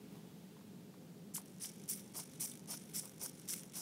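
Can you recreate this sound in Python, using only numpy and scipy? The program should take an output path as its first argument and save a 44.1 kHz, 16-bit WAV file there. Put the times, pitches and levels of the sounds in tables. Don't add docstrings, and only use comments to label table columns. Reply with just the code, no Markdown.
import sys
import numpy as np
from scipy import signal
from scipy.fft import rfft, irfft
from scipy.io import wavfile
from scipy.ndimage import uniform_filter1d

SR = 44100
rng = np.random.default_rng(int(sys.argv[2]) if len(sys.argv) > 2 else 0)


def wrap_up_sound(samples):
    columns = np.atleast_2d(samples).T
    tamed = np.clip(columns, -1, 1)
    steps = np.round(tamed * 32767).astype(np.int16)
    wavfile.write(sys.argv[1], SR, steps)


def makeup_ratio(level_db):
    decades = np.asarray(level_db, float) / 20
    return 10 ** decades


N = 168021

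# start in seconds, level in dB rms.
OUT = [
    (1.878, -42),
    (2.397, -42),
    (2.937, -41.5),
    (3.477, -41.5),
]
# start in seconds, level in dB rms.
BACK = [
    (1.597, -40.5),
    (2.136, -40.5),
    (2.674, -40),
    (3.195, -40),
    (3.735, -38),
]
# start in seconds, level in dB rms.
FIRST = [
    (1.337, -40.5),
]
# seconds after its start, gain in dB.
OUT_EFFORT = [(0, -15), (.008, -3.5), (0.014, 2), (0.064, 1), (0.066, -7.5), (0.121, -12.5), (.126, -12.5),
              (.2, -24.5), (.255, -25), (.27, -56)]
# seconds after its start, gain in dB.
BACK_EFFORT = [(0, -16.5), (.014, -11), (0.034, -3.5), (0.066, -5.5), (0.084, -13), (0.104, -12.5),
               (.106, -20), (.27, -22.5), (.285, -20)]
# seconds after its start, gain in dB.
FIRST_EFFORT = [(0, -16), (.012, -3), (0.038, -2.5), (.066, -21), (.1, -28), (.255, -36), (.27, -60)]
# frequency in Hz, level in dB per Hz.
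CASE_OUT = [(2590, -56), (4400, -17), (5810, -1), (6640, -9.5), (9250, -3), (12200, -9.5), (13700, -6),
            (15800, -8.5)]
# frequency in Hz, level in dB per Hz.
CASE_BACK = [(2590, -43), (4400, -13), (5330, -5), (7590, -7.5), (9560, -1), (10900, -11), (13500, -11.5),
             (15800, -8.5)]
# frequency in Hz, level in dB per Hz.
CASE_FIRST = [(2590, -67), (4400, -7), (7350, 1), (9010, 8), (13300, 1), (15800, -12)]
# frequency in Hz, level in dB per Hz.
CASE_TICK = [(2000, -26), (4400, -13.5), (5700, 4.5), (7500, -2), (9500, 1), (12000, -4), (13800, -4),
             (15800, -8)]
# centre in Hz, width in Hz, boost in dB.
RINGS = [(5780, 200, 0), (9350, 1700, 5)]
# centre in Hz, width in Hz, boost in dB.
BACK_RINGS = [(5740, 690, 2.5), (7470, 980, -3), (9500, 2100, 2), (14700, 400, -7), (15700, 400, -11)]
SLAM_CASE_DB = -8.5


def servos():
    out = effort(OUT, OUT_EFFORT)
    back = effort(BACK, BACK_EFFORT)
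    first = effort(FIRST, FIRST_EFFORT)
    drive = out + back + first
    starts = np.sort([s for s, _ in [*OUT, *BACK, *FIRST]])
    throb = pulse_throb(starts, drive)
    slams, ticks = gear_slams(), hunting_ticks(starts)
    gears = meshes() * throb
    case = sheen(colour(gears * out + makeup_ratio(SLAM_CASE_DB) * slams, CASE_OUT, RINGS), drive)
    case += colour(gears * back, CASE_BACK, BACK_RINGS)
    case += colour(ticks, CASE_TICK)
    case += colour(gears * first, CASE_FIRST)
    return case + frame(drive, throb, slams, ticks)


def effort(swings, shape):
    t = np.arange(N) / SR
    s, db = np.transpose(shape)
    return sum(makeup_ratio(level + np.interp(t - start, s, db, left=-99, right=-99)) for start, level in swings)


PULSE_S = 0.02
THROB_DB, THROB_S = 13, 0.016


def pulse_throb(starts, drive):
    t = np.arange(N) / SR
    latest = starts[np.maximum(np.searchsorted(starts, t) - 1, 0)]
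    since = (t - latest + 0.0031) % PULSE_S
    coasting = np.clip(1 - drive / makeup_ratio(-52.5), 0, 1)
    return makeup_ratio(-THROB_DB * coasting * (1 - np.exp(-since / THROB_S)))


SPLIT_HZ = [4790, 6940, 8300, 10100, 12050, 15000]
PATCH_DB, PATCH_PER_S = 2.5, 32


def meshes():
    middle = [(pair, "band") for pair in zip(SPLIT_HZ, SPLIT_HZ[1:])]
    parts = [(SPLIT_HZ[0], "low"), *middle, (SPLIT_HZ[-1], "high")]
    stages = [teeth(), teeth(), teeth()]
    total = np.zeros(N)
    for k, (hz, kind) in enumerate(parts):
        split = signal.butter(2, hz, kind, fs=SR, output="sos")
        total += makeup_ratio(PATCH_DB * drift(PATCH_PER_S)) * signal.sosfilt(split, stages[k % 3])
    return rms_one(total)


TEETH_PER_S, TOOTH_SPREAD_DB, FLUTTER_DB = 11000, 4, 2


def teeth():
    sizes = makeup_ratio(TOOTH_SPREAD_DB * np.minimum(rng.exponential(1, N), 4)) * rng.choice([-1, 1], N)
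    contacts = rng.random(N) < TEETH_PER_S / SR
    return rms_one(sizes * contacts * makeup_ratio(FLUTTER_DB * drift(100)))


SHEEN_HZ, SHEEN_FULL_DB, SHEEN_FOLLOWS, SHEEN_LOSS_DB = 11300, -34, 0.56, 3


def sheen(x, drive):
    top = signal.sosfiltfilt(signal.butter(2, SHEEN_HZ, "high", fs=SR, output="sos"), x)
    gain = np.clip((drive / makeup_ratio(SHEEN_FULL_DB)) ** SHEEN_FOLLOWS, makeup_ratio(-SHEEN_LOSS_DB), 1)
    return x + top * (gain - 1)


# time in seconds, peak in dB.
SLAMS = [(1.346, -32), (1.366, -24.5), (1.6349, -27), (1.6574, -27), (1.694, -40), (1.89, -23),
         (1.9364, -40), (1.9946, -34), (2.1768, -40), (2.2364, -59), (2.4077, -23.5), (2.427, -25),
         (2.456, -33), (2.4972, -31), (2.5157, -32.5), (2.7056, -30), (2.7205, -25.5), (2.7736, -48),
         (2.9472, -26.5), (2.9957, -22), (3.016, -50), (3.0248, -33), (3.0552, -31.5), (3.2455, -25),
         (3.261, -23.5), (3.2954, -32.5), (3.487, -23), (3.5054, -23), (3.5349, -22), (3.785, -33)]
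# time in seconds, peak in dB.
MORE_SLAMS = [(1.3493, -27), (1.3724, -38), (1.3844, -44), (1.6437, -23), (1.8984, -34), (1.9084, -33),
              (1.9124, -20), (2.1655, -27), (2.1864, -35), (2.1984, -43), (2.4175, -17.5), (2.4364, -34),
              (2.7384, -28), (2.7751, -38), (2.9634, -15), (2.9744, -28), (3.2144, -23), (3.2226, -26),
              (3.2274, -34), (3.497, -30), (3.511, -27), (3.521, -27), (3.7554, -21.5), (3.7666, -37)]
SLAM_S, MORE_SLAM_DB = 0.0012, -5.5


def gear_slams():
    return bursts(SLAMS, SLAM_S) + makeup_ratio(MORE_SLAM_DB) * bursts(MORE_SLAMS, SLAM_S)


# time in seconds, peak in dB.
TICKS = [(1.4168, -48), (1.4586, -48), (1.584, -54), (1.7983, -48.5), (1.8178, -51), (1.8384, -47),
         (1.8582, -49), (2.0782, -54), (2.257, -48), (2.297, -51), (2.358, -49), (2.378, -55),
         (2.4755, -39), (2.5371, -43), (2.554, -44), (2.574, -44), (2.5945, -45.5), (2.6587, -47.5),
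         (2.8374, -47), (2.8975, -45.5), (3.0769, -44), (3.095, -43), (3.1175, -50), (3.3976, -43),
         (3.4565, -49), (3.5634, -40), (3.5767, -39), (3.595, -42), (3.6337, -41.5), (3.698, -48)]
# time in seconds, peak in dB.
MORE_TICKS = [(1.4374, -53), (1.4624, -54), (1.4804, -52), (1.4844, -50), (1.5044, -50), (1.5445, -52),
              (1.5638, -50), (1.7244, -52), (1.74, -50), (1.7604, -52), (1.7814, -51), (2.062, -46),
              (2.122, -52), (2.3176, -49), (2.3351, -45), (2.7984, -42), (2.8185, -47), (2.8224, -48),
              (2.8574, -48), (2.8785, -54), (2.9173, -52), (2.9357, -40), (3.1434, -49), (3.1612, -50),
              (3.1814, -43), (3.3174, -48), (3.3574, -52), (3.3817, -48), (3.417, -43), (3.6424, -49),
              (3.662, -50), (3.721, -45)]
TICK_S, TICK_DB, MORE_TICK_DB = 0.0007, -1, -5.5
TWITCH_DB, TWITCH_SPREAD_DB, TWITCH_S, SECOND_SERVO_S = -62.5, 2.5, 0.0019, 0.0048


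def hunting_ticks(starts):
    pulses = (starts[:, None] + PULSE_S * np.arange(13)).ravel()
    luck = rng.standard_normal((len(pulses), 2))
    twitches = []
    for s, row in zip(pulses, luck):
        for k in range(2):
            twitches.append((s + k * SECOND_SERVO_S, TWITCH_DB + TWITCH_SPREAD_DB * row[k]))
    clear = makeup_ratio(TICK_DB) * bursts(TICKS, TICK_S)
    faint = makeup_ratio(MORE_TICK_DB) * bursts(MORE_TICKS, TICK_S)
    return clear + faint + bursts(twitches, TWITCH_S)


CONTACT_CUT_HZ, SNAP = 13000, 2.6


def bursts(rows, decay_s):
    marks = np.zeros(N + SR)
    for s, db in rows:
        marks[int(s * SR)] += makeup_ratio(db)
    r = np.exp(-1 / (decay_s * SR))
    rise = np.exp(-1 / (0.00028 * SR))
    shape = signal.lfilter([1 - rise], np.convolve([1, -r], [1, -rise]), marks + 1e-18)[:N]
    soften = signal.butter(2, CONTACT_CUT_HZ, fs=SR, output="sos")
    return signal.sosfilt(soften, shape * rng.standard_normal(N) + SNAP * marks[:N])


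# frequency in Hz, level in dB per Hz.
FRAME = [(900, -8.5), (1500, -2.5), (2200, -5), (3300, -0.5), (4300, -2), (5200, -12)]
# centre in Hz, width in Hz, boost in dB.
FRAME_RINGS = [(2204, 310, 8.2), (3300, 1300, 3.4)]
FRAME_DB, FRAME_FOLLOWS, FRAME_SLAM_DB, FRAME_TICK_DB = -40, 0.48, -34.5, -10


def frame(drive, throb, slams, ticks):
    shake = makeup_ratio(FRAME_DB + 2.3 * drift(51)) * teeth() * throb * drive ** FRAME_FOLLOWS
    shake += makeup_ratio(FRAME_SLAM_DB) * slams + makeup_ratio(FRAME_TICK_DB) * ticks
    return colour(shake, FRAME, FRAME_RINGS)


# start in seconds, length in seconds, level in dB rms.
DRAGS = [
    (1.373, 0.041, -64),
    (1.617, 0.057, -66),
    (2.143, 0.078, -57.5),
    (2.407, 0.059, -63),
    (2.684, 0.064, -56),
    (2.96, 0.028, -69.5),
    (3.029, 0.044, -61.5),
    (3.201, 0.071, -58.5),
    (3.739, 0.078, -58.5),
    (.1, 0.11, -67.5),
]
# frequency in Hz, level in dB per Hz.
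PILE = [(250, -7), (600, -4), (1000, -5), (1600, -17), (2600, -18.5), (4000, -21)]
# time in seconds, peak in dB, pitch in Hz.
KNOCKS = [(.565, -60, 1070), (.59, -64, 990), (.608, -61, 1110), (.937, -59, 1090), (1.377, -54, 940),
          (1.379, -55, 1080), (2.157, -57.5, 704), (2.189, -52, 856), (2.737, -53, 1430),
          (3.256, -54.5, 1510), (1.645, -51.5, 3040), (1.697, -60, 2300), (1.995, -59, 3520),
          (2.514, -52.5, 3500), (2.967, -68, 3300)]
SCUFF_DB, KNOCK_S, KNOCK_WIDTH_HZ = 2.5, 0.0022, 195


def legs():
    t = np.arange(N) / SR
    swell = np.zeros(N)
    for s, length, db in DRAGS:
        swell += makeup_ratio(db) * np.sin(np.pi * np.clip((t - s) / length, 0, 1)) ** 0.35
    out = colour(swell * rng.standard_normal(N) * makeup_ratio(SCUFF_DB * drift(100)), PILE)
    noise = rng.standard_normal(N)
    r = np.exp(-np.pi * KNOCK_WIDTH_HZ / SR)
    for s, db, hz in KNOCKS:
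        age = np.maximum(t - s, 0) / KNOCK_S
        ring = [1, -2 * r * np.cos(2 * np.pi * hz / SR), r * r]
        out += makeup_ratio(db + 26.5) * signal.lfilter([1 - r, 0, r - 1], ring, noise * age * np.exp(-age))
    return out


ROOM_DB, ROOM_T60_S = -16, 0.12


def room(x):
    age = np.arange(SR // 2) / SR
    tail = rng.standard_normal(SR // 2) * makeup_ratio(-60 * age / ROOM_T60_S) * (age > 0.003)
    return makeup_ratio(ROOM_DB) * signal.fftconvolve(x, tail / np.sqrt(np.sum(tail ** 2)))[:N]


# frequency in Hz, level in dB per Hz.
RUMBLE = [(15, -89), (25, -26), (48, -39), (71, -26), (173, -2), (248, -8.5), (413, -16.5), (591, -23.5),
          (900, -27.5), (1170, -66.5), (1980, -120)]
# centre in Hz, width in Hz, boost in dB.
DUCT = [(195.6, 28, 2.5), (420, 25, 7.5), (523.2, 8.3, 9.5)]
# time in seconds, level in dB rms.
RUSTLE = [(0, -73), (.15, -70.5), (.6, -74.5), (1.0, -91), (1.3, -101), (3.81, -87)]
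# frequency in Hz, level in dB per Hz.
HISS = [(530, -21), (900, -6.5), (1200, -7.5), (1870, -10), (2910, -11), (3320, -10.5), (15800, -15.5)]
RUMBLE_DB, HISS_DB = -55.5, -67.5


def air():
    rumble = colour(rng.standard_normal(N), [*RUMBLE, (1500, -62.5)], DUCT) * makeup_ratio(0.48 * drift(4.6))
    rustle = colour(rng.standard_normal(N), [(500, -23), (1000, -2.0), (3500, 3), (6000, -6.5)])
    rustle *= makeup_ratio(np.interp(np.arange(N) / SR, *np.transpose(RUSTLE)))
    hiss = colour(rng.standard_normal(N), HISS)
    return makeup_ratio(RUMBLE_DB) * rumble + rustle + makeup_ratio(HISS_DB) * hiss


def rms_one(x):
    return x / np.sqrt(np.mean(x ** 2) + 1e-20)


def drift(rate):
    r = np.exp(-2 * np.pi * rate / SR)
    return rms_one(signal.lfilter([1], [1, -2 * r, r * r], rng.standard_normal(N + SR))[SR:])


def colour(x, points, peaks=()):
    size = 8192
    hz = np.arange(size // 2 + 1) * SR / size + 1e-3
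    f, db = np.transpose(points)
    shape = np.interp(np.log(hz), np.log(f), db, left=db[0] - 15.0)
    for centre, width, boost in peaks:
        shape = shape + boost / (1 + (2 * (hz - centre) / width) ** 2)
    cepstrum = irfft(shape * np.log(10) / 20)
    cepstrum[1:size // 2] *= 2
    cepstrum[size // 2 + 1:] = 0
    response = irfft(np.exp(rfft(cepstrum)))
    return signal.fftconvolve(x, response / np.sqrt(np.sum(response ** 2)))[:N]


def scene():
    robot = servos() + legs()
    return (robot + room(robot) + air())[None]


STARVED_HZ = [3500, 5000, 6800, 8500, 10500, 13000, 17000]
DUCK_DB, DUCK_LEAD_S, DUCK_S, BRAKE_S = -8, 0.002, 0.0035, 0.109
DROPOUT_DB, DROPOUTS_PER_S = 10, 45


def starve(dry):
    t = np.arange(N) / SR
    edges = [s - DUCK_LEAD_S for s, _ in [*OUT, *BACK, *FIRST]] + [s + BRAKE_S for s, _ in BACK]
    walking = t > FIRST[0][0] - 0.02
    shared = drift(DROPOUTS_PER_S)
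    out = dry
    for k, pair in enumerate(zip(STARVED_HZ, STARVED_HZ[1:])):
        band = signal.sosfiltfilt(signal.butter(2, pair, "band", fs=SR, output="sos"), dry)
        ducks = sum(rng.random() ** 0.5 * np.exp(-((t - s) / DUCK_S) ** 4) for s in edges)
        ahead = ducks * (k + 1) / 4
        gaps = np.clip(0.4 * shared + 0.9 * drift(DROPOUTS_PER_S) - 1.3 + 0.13 * k, 0, 1) * walking
        power = uniform_filter1d(band ** 2, size=130)
        quiet = uniform_filter1d(1.0 * (power < makeup_ratio(2 * -68)), size=60)
        out = out + band * (makeup_ratio(quiet * (DUCK_DB * ahead - DROPOUT_DB * gaps)) - 1)
    return out


def band_limit(x):
    return signal.sosfilt(signal.butter(12, 15900, fs=SR, output="sos"), x)


def record(dry):
    cut = signal.ellip(12, 0.3, 80, 15750, fs=SR, output="sos")
    out = signal.sosfilt(cut, starve(dry))
    return band_limit(out)


dry = scene()
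out = record(dry)
wrap_up_sound(out)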